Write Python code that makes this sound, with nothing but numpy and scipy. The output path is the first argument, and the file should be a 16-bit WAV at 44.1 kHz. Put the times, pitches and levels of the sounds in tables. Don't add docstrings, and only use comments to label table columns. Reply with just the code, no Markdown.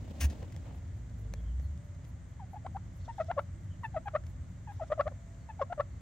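import sys
import numpy as np
from scipy import signal
from scipy.fft import rfft, irfft, next_fast_len
from scipy.io import wavfile
from scipy.ndimage import map_coordinates

SR = 44100
rng = np.random.default_rng(int(sys.argv[2]) if len(sys.argv) > 2 else 0)


def store_wav(level_fs):
    pcm = np.round(np.clip(np.atleast_2d(level_fs), -1, 1) * 32767)
    wavfile.write(sys.argv[1], SR, pcm.T.astype(np.int16))


N = 265038
TIME = np.arange(N) / SR

# f/Hz, level/dB
BIRD_BALANCE = [(400, 1), (700, 3.4), (1300, 2.5), (2400, 2.6), (4400, 3.5), (8000, 3)]
# f/Hz, phase/rad
BIRD_PHASE = [(300, .1), (650, 0.15), (1200, 0.26), (1640, 1.3), (2000, 0.44), (2840, 1.7), (4500, 0.51),
              (8000, 2.1)]


def amp(db):
    return 10 ** (np.asarray(db) / 20)


def along(points, hz):
    f, values = np.transpose(points)
    return np.interp(np.log(hz + 1), np.log(f + 1), values)


def curves(rows):
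    times_s, *columns = np.transpose(rows)
    return [np.interp(TIME, times_s, column) for column in columns]


def wobble(rate_hz, size=N):
    knots = rng.standard_normal(int(size * rate_hz / SR) + 4)
    steps = np.arange(0, len(knots) - 1, .2)
    return np.interp(np.arange(size) * rate_hz / SR, steps, map_coordinates(knots, [steps]))


def envelope(peak_s, db, attack_s, release_s, hold_s=0, sag_db_per_s=0):
    t = TIME - peak_s
    attack_db = 60 * np.maximum(-t, 0) / attack_s
    release_db = 60 * np.maximum(t - hold_s, 0) / release_s
    return amp(db - attack_db - sag_db_per_s * np.clip(t, 0, hold_s) - release_db)


def filtered(x, response):
    size = x.shape[-1]
    padded = next_fast_len(size + 4096)
    return irfft(rfft(x, padded) * response(np.fft.rfftfreq(padded, 1 / SR)), padded)[..., :size]


def noise(colour, size=N):
    x = filtered(rng.standard_normal(size), lambda hz: amp(along(colour, hz)))
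    return x / np.sqrt(np.mean(x ** 2) + 1e-20)


def stereo_noise(colour):
    # f/Hz, correlation
    coherence = [(60, 1), (130, 0.96), (290, 0.71), (700, 0.58), (1300, 0.01), (2400, 0.67), (4400, 0.25),
                 (7000, -0.0097), (15000, 0.042)]
    size = next_fast_len(N)
    hz = np.fft.rfftfreq(size, 1 / SR)
    width_rad = np.arccos(np.clip(along(coherence, hz), -1, 1)) / 2
    spectra = rfft(rng.standard_normal((2, size))) * amp(along(colour, hz))
    mid, side = irfft(spectra * [np.cos(width_rad), np.sin(width_rad)], size)[:, :N]
    return np.array([mid + side, mid - side]) / np.std(mid)


def add(track, start_s, sound):
    start = max(round(start_s * SR), 0)
    track[start:start + len(sound)] += sound[:N - start]


def placed(x, balance, phase):
    side = np.array([[.5], [-.5]])
    return filtered(x, lambda hz: amp(side * along(balance, hz)) * np.exp(1j * side * along(phase, hz)))


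def whistle(length_s, start_hz, end_hz, db, warble):
    size = int(length_s * SR)
    pitch_hz = np.linspace(start_hz, end_hz, size) * (1 + warble * wobble(430, size))
    return amp(db) * np.hanning(size) * np.sin(2 * np.pi * np.cumsum(pitch_hz) / SR)


def grainy_bursts(bursts, colour, grain_db, grain_hz):
    gain = sum(envelope(*burst) for burst in bursts)
    return gain * amp(grain_db * wobble(grain_hz)) * stereo_noise(colour)


def outdoors():
    # t/s, level/dB
    swell = [(0, -43.5), (1.6, -42.5), (2.25, -45.5), (2.8, -43.5), (4.2, -43.5), (6.0, -45.5)]
    # f/Hz, level/dB
    rumble_colour = [(13, -63), (22, -24), (37, -16), (53, -4), (72, -3), (91, 1.5), (124, -7.5),
                     (160, -12), (184, -12), (200, -25), (250, -19.5), (283, -29.5), (341, -26),
                     (420, -50.5), (550, -75.5), (920, -120)]
    air_colour = [(220, -34.5), (380, -6.5), (519, -5.5), (560, -1.5), (673, -4.5), (808, -8.5), (1060, -9),
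                  (2070, -10), (2530, -20), (3080, -19), (5000, -24), (6500, -53), (11000, -120)]
    leaf_colour = [(3000, -25.5), (4800, -13.5), (6000, -1.5), (7200, 1.5), (8300, -6.5), (9200, -15),
                   (11500, -26), (14500, -15.5), (16000, -23.5)]
    rumble = amp(curves(swell)[0] + .75 * wobble(6.1)) * stereo_noise(rumble_colour)
    hum = amp(-67 + 1.4 * wobble(3.1)) * np.sin(2 * np.pi * 261 * TIME + .54 * wobble(4.1))
    air = amp(-66.5 + .19 * wobble(5.8)) * stereo_noise(air_colour)
    leaves = amp(-76 + .5 * wobble(2.4)) * stereo_noise(leaf_colour)
    return rumble + hum + air + leaves


def far_chirps(bird_fall=.053):
    # t/s, length/s, start f/Hz, end f/Hz, level/dB
    tones = [(1.05, 0.52, 443.7, 452, -64), (1.6, 0.55, 582, 590, -65), (4.552, 1.4, 681, 664, -66.5)]
    # t/s, length/s, start f/Hz, level/dB
    birds = [(1.333, 0.102, 3420, -71.5), (1.411, .16, 3200, -71), (1.6, .1, 4450, -74),
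             (2.955, 0.16, 4440, -73.5), (3.682, 0.095, 3110, -68.5), (5.382, 0.097, 4560, -77),
             (5.88, .1, 4450, -79)]
    track = np.zeros(N)
    for start_s, *shape in tones:
        add(track, start_s, whistle(*shape, warble=.0087))
    for start_s, length_s, hz, db in birds:
        add(track, start_s, whistle(length_s, hz, hz * (1 - bird_fall), db, warble=.032))
    return track


def cricket(first_s=1.74, period_s=.438):
    track = np.zeros(N)
    for start_s in np.arange(first_s, N / SR, period_s):
        add(track, start_s, whistle(.13, 8200, 8190, db=rng.normal(-79, .5), warble=.018))
    return track


def grass_insect(first_s=.755, period_s=.442, width_s=.031, return_db=-7):
    colour = [(7000, -33.5), (9500, -2), (12000, -2), (15500, -5.5)]  # f/Hz, level/dB
    strokes = np.zeros(N)
    for i in range(19):
        peak_s = first_s + i * period_s / 2
        strokes += amp(return_db * (i % 2)) * np.exp(-((TIME - peak_s) / width_s) ** 2)
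    return amp(-79 + 2.7 * wobble(200)) * strokes * stereo_noise(colour)


def tree_echo(x, near_db=-21, near_t60_s=.093, far_db=-30):
    # f/Hz, t60/s
    decay = [(200, .25), (700, .3), (2000, 0.14), (10000, 0.08)]
    hz, t, spectra = signal.stft(rng.standard_normal((2, SR // 2)), SR, nperseg=256)
    far = signal.istft(spectra * amp(-60 * t / along(decay, hz)[:, None]), SR, nperseg=256)[1]
    age_s = np.arange(far.shape[1]) / SR
    near = rng.standard_normal(far.shape) * amp(-60 * age_s / near_t60_s) * (age_s > .002)
    impulse = amp(near_db) * near / np.linalg.norm(near[0]) + amp(far_db) * far / np.linalg.norm(far[0])
    return signal.fftconvolve(x, impulse, axes=1)[:, :N]


def feathers():
    # peak t/s, level/dB, attack/s, release/s
    rustles = [(.28, -47.5, 2.07, 1.58), (.7, -63.5, 0.8, 1.2), (1.3, -66, 2.5, 3)]
    # f/Hz, level/dB
    colour = [(88, -38), (150, -2.5), (291, -1), (368, -11.5), (634, -11), (1470, -30), (3070, -28.5),
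              (8310, -39), (11100, -49.5), (15800, -40)]
    return grainy_bursts(rustles, colour, grain_db=3.13, grain_hz=110)


def high_rasps():
    # peak t/s, level/dB, attack/s, release/s
    rasps = [(3.2, -72.5, 1.2, 1.0), (4.82, -76, 0.77, 1.2), (5.622, -63, .04, .05)]
    # f/Hz, level/dB
    colour = [(1500, -35.5), (3500, 5.5), (4500, -5), (5700, 4.5), (7000, -8.5), (12000, -29)]
    return grainy_bursts(rasps, colour, grain_db=4, grain_hz=70)


def foot_scrape():
    # peak t/s, level/dB, attack/s, release/s
    scrapes = [(.43, -49.5, 0.054, 0.089), (.665, -55.5, 0.097, 0.49)]
    # f/Hz, level/dB
    colour = [(150, -29), (250, -1.5), (385, -6.5), (853, -7), (1470, -22), (3160, -25), (4870, -39),
              (7000, -43), (9100, -66), (15400, -120)]
    return grainy_bursts(scrapes, colour, grain_db=3, grain_hz=149.9)


def litter(faint_per_s=1.7, faint_db=-61, spread_db=3):
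    # t/s, level/dB, t60/s, knock re tick/dB
    ticks = [(.300, -52.5, 0.1, -8), (.429, -57.5, 0.012, 13), (.523, -53.5, .03, -12),
             (.564, -43.5, 0.0058, -2.5), (1.338, -39, 0.0085, 1), (1.598, -59, .015, 13),
             (2.05, -59, .015, -5), (4.238, -56, 0.0075, 5), (4.266, -56, 0.024, -12)]
    # f/Hz, level/dB
    colour = [(400, -7.5), (2000, -1), (4200, -5.5), (6200, -2.5), (9000, -12), (16000, -20)]
    # f/Hz, level/dB, t60/s
    modes = [(158, 6, 0.03), (543, -0.5, 0.018), (1740, -7.5, .015)]
    track, size = np.zeros(N), SR // 8
    t = np.arange(size) / SR
    knock = sum(amp(db - 60 * t / t60_s) * np.sin(2 * np.pi * hz * t) for hz, db, t60_s in modes)
    faint_ticks = [(when * N / SR, faint_db + spread_db * (2 * force - 1), .015, -4)
                   for when, force in rng.random((int(faint_per_s * N / SR), 2))]
    for start_s, db, t60_s, knock_db in list(ticks) + faint_ticks:
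        crack = noise(colour, size) * amp(-60 * t / t60_s)
        add(track, start_s, amp(db) * (crack + amp(knock_db) * knock))
    return placed(track, BIRD_BALANCE, BIRD_PHASE)


def chest(pitch_hz, waver_db):
    phase = 2 * np.pi * np.cumsum(pitch_hz * np.ones(N)) / SR
    return np.sqrt(2) * amp(waver_db * wobble(14)) * np.sin(phase)


def spit():
    # f/Hz, level/dB
    colour = [(290, -47), (500, -13.5), (1110, -13), (1260, -18.5), (1840, -2.5), (2250, -11), (2750, -1),
              (3130, -14.5), (4370, -15.5), (6450, -7), (7670, -18), (9950, -11), (11200, -39),
              (12700, -20), (15800, -13)]
    # f/Hz, level/dB
    balance = [(500, -2), (2000, 5), (4500, 5), (9000, -1)]
    # f/Hz, phase/rad
    phase = [(500, .3), (1500, 0.97), (2500, 1.4), (4400, 0.55), (8000, 1.2), (15000, 1.1)]
    burst = envelope(.2083, db=-36, attack_s=.02, release_s=.049, hold_s=.048, sag_db_per_s=168.5)
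    hiss = burst * amp(.8 * wobble(270)) * noise(colour)
    thump = envelope(.255, db=-21.5, attack_s=.16, release_s=.19) * chest(pitch_hz=71.6, waver_db=0)
    return placed(hiss, balance, phase) + thump


def drum(trim_db=-2, fade_s=.12):
    # t/s, f/Hz, level before trim/dB
    contour = [(0.6, 58.8, -37), (0.746, 58.3, -49), (0.95, 64.4, -43), (1.152, 60.6, -47),
               (1.244, 53.1, -41), (1.396, 53.3, -41.5), (1.47, 56.3, -32), (1.7, 71.94, -33),
               (1.85, 72.4, -54)]
    pitch_hz, level_db = curves(contour)
    fade = np.clip(np.minimum(TIME - contour[0][0], contour[-1][0] - TIME) / fade_s, 0, 1)
    return fade * amp(level_db + trim_db) * chest(pitch_hz, waver_db=1.3)


def note(onset_s, lead_s, core_s, core_db, onset_hz, core_hz, bright_db, snap):
    # f/Hz, level/dB
    throat = [(500, -8.5), (640, 4.5), (900, -2.5), (1080, 1), (1220, -8.5), (1400, -12.5), (1750, -19.5),
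              (2000, -20), (2250, -33.5), (2600, -26.5), (3100, -35), (3900, -47), (5000, -62.5),
              (9000, -70)]
    # f/Hz, level/dB
    rasp = [(300, -42.5), (800, -11), (1350, 9), (2000, -16), (3000, -12.5), (3900, -19.5), (5200, -30.5),
            (9500, -37), (12000, -63.5)]
    soft_db, loud_db = -50.5, -23
    shut_s, snap_width_s, flutter_hz = .01, .0027, 112
    ring_hz, ring_t60_s = 1350, .043
    effort = np.clip((core_db - soft_db) / (loud_db - soft_db), 0, 1)
    size = SR // 10
    t = onset_s - .007 + np.arange(size) / SR
    break_s = onset_s + lead_s
    close_s = break_s + core_s
    middle_s = (break_s + close_s) / 2
    since_close_s = np.maximum(t - close_s, 0)
    shutting = snap * np.exp(-((t - close_s) / snap_width_s) ** 2)

    lead_db = core_db + .5 - 14.5 * effort
    knots_s, knots_db = np.transpose([
        (t[0], lead_db - 36), (onset_s, lead_db - 1.5), (break_s - .006, lead_db + .5),
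        (break_s - .003, lead_db - 2), (break_s + .002, core_db - 3.5), (middle_s, core_db),
        (close_s, core_db - 8), (close_s + shut_s, core_db - 25.5), (close_s + 2 * shut_s, -110)])
    level_db = np.interp(t, np.maximum.accumulate(knots_s), knots_db)
    level_db += 6 * shutting

    break_hz = core_hz * 1.03 * max(onset_hz / core_hz, 1) ** .2
    close_hz = core_hz * (1 + .12 * snap - .04 * (1 - effort))
    flick_hz = close_hz * (1 + 1.2 * snap * (1 - .9 * effort))
    pitch_hz = np.interp(t, [onset_s, break_s, middle_s, close_s, close_s + .79 * shut_s],
                         [onset_hz, break_hz, core_hz, close_hz, flick_hz])
    jitter = (.017 + .092 * shutting) * wobble(720, size)
    pitch_hz *= np.exp(jitter)
    phase = 2 * np.pi * np.cumsum(pitch_hz) / SR

    harmonic = np.arange(1, 9)[:, None]
    softness = np.clip((core_db - level_db) / 10, 0, 1) * (t < middle_s)
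    overtones_db = bright_db - 6 * softness + 7 * shutting
    lift = 1 + .9 * snap * np.minimum(since_close_s / shut_s, 1)
    partials = amp(along(throat, harmonic * pitch_hz / lift) + (harmonic > 1) * overtones_db)
    tone = -np.sqrt(2) * np.sum(partials * np.cos(harmonic * phase), 0) / np.linalg.norm(partials, axis=0)

    puffs = noise(rasp, size) * (1 - np.cos(phase))
    air_gain = amp(-31.5 + 14 * effort - 9 * snap) + amp(-11) * shutting
    flutter = 1 - .36 * effort * (1 - snap) * np.cos(2 * np.pi * flutter_hz * (t - break_s))
    ring_gain = snap * amp(core_db - 11 - 60 * since_close_s / ring_t60_s)
    ring = ring_gain * np.sin(2 * np.pi * ring_hz * since_close_s)
    return t[0], ring + amp(level_db) * flutter * (tone + air_gain * puffs)


def calls():
    # t/s, lead/s, core/s, level/dB, onset f/Hz, core f/Hz, overtones/dB, closing snap/0-1
    notes = [ (2.398, .012, .034, -50, 970, 770, -3, .02), (2.534, .006, .012, -44, 840, 730, -9, .02),
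             (2.558, .004, .015, -43.5, 829, 840, -6, .02), (2.65, 0.012, 0.0051, -37, 630, 782, -2, 0.73),
             (2.750, 0.0064, .013, -36.5, 773, 774, -8.5, .8), (3.08, .007, 0.025, -40, 605, 922, 1, 0.05),
             (3.184, 0.015, 0.02, -27.5, 828, 629, 1, 0.16),
             (3.287, 0.013, 0.015, -29.5, 648, 682, 0.5, 0.97),
             (3.369, 0.0072, 0.018, -26.5, 644, 543, -5.5, 1),
             (3.835, 0.0053, 0.022, -35.5, 1032, 887, 14, 0),
             (3.945, 0.017, 0.019, -29, 814, 629.5, 0, .15),
             (4.059, 0.011, 0.014, -34.5, 823, 801, 6, 0.98),
             (4.139, 0.0098, .015, -24.5, 637, 590.5, 2, 0.5),
             (4.675, 0.0083, 0.037, -45.5, 918, 806, 5.5, 0.38),
             (4.799, .011, .027, -34, 883, 630, -4, .45),
             (4.903, 0.014, 0.014, -24.5, 594, 590, -1.5, 0.41),
             (4.979, .015, .017, -23, 667, 557.5, -1.5, 0.84),
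             (5.059, 0.0068, 0.014, -30, 596, 596, -3, 0.8),
             (5.116, 0.0035, .005, -47.5, 626, 518, -17, .02), (5.491, .005, 0.017, -43, 903, 865, 7, 0.07),
             (5.595, .017, 0.018, -26.5, 848, 545.6, -5.5, 0),
             (5.702, 0.02, 0.0078, -32, 697, 693, 2.5, .8),
             (5.779, 0.017, 0.012, -24.5, 608.7, 560, -2.5, 0.66)]
    track = np.zeros(N)
    for row in notes:
        add(track, *note(*row))
    return placed(track, BIRD_BALANCE, BIRD_PHASE)


def scene():
    near = calls() + litter()
    turkey = near + tree_echo(near) + spit() + drum() + feathers() + high_rasps() + foot_scrape()
    return turkey + far_chirps() + cricket() + grass_insect() + outdoors()


def record(dry):
    return filtered(dry, lambda hz: hz < 15800)


dry = scene()
out = record(dry)
store_wav(out)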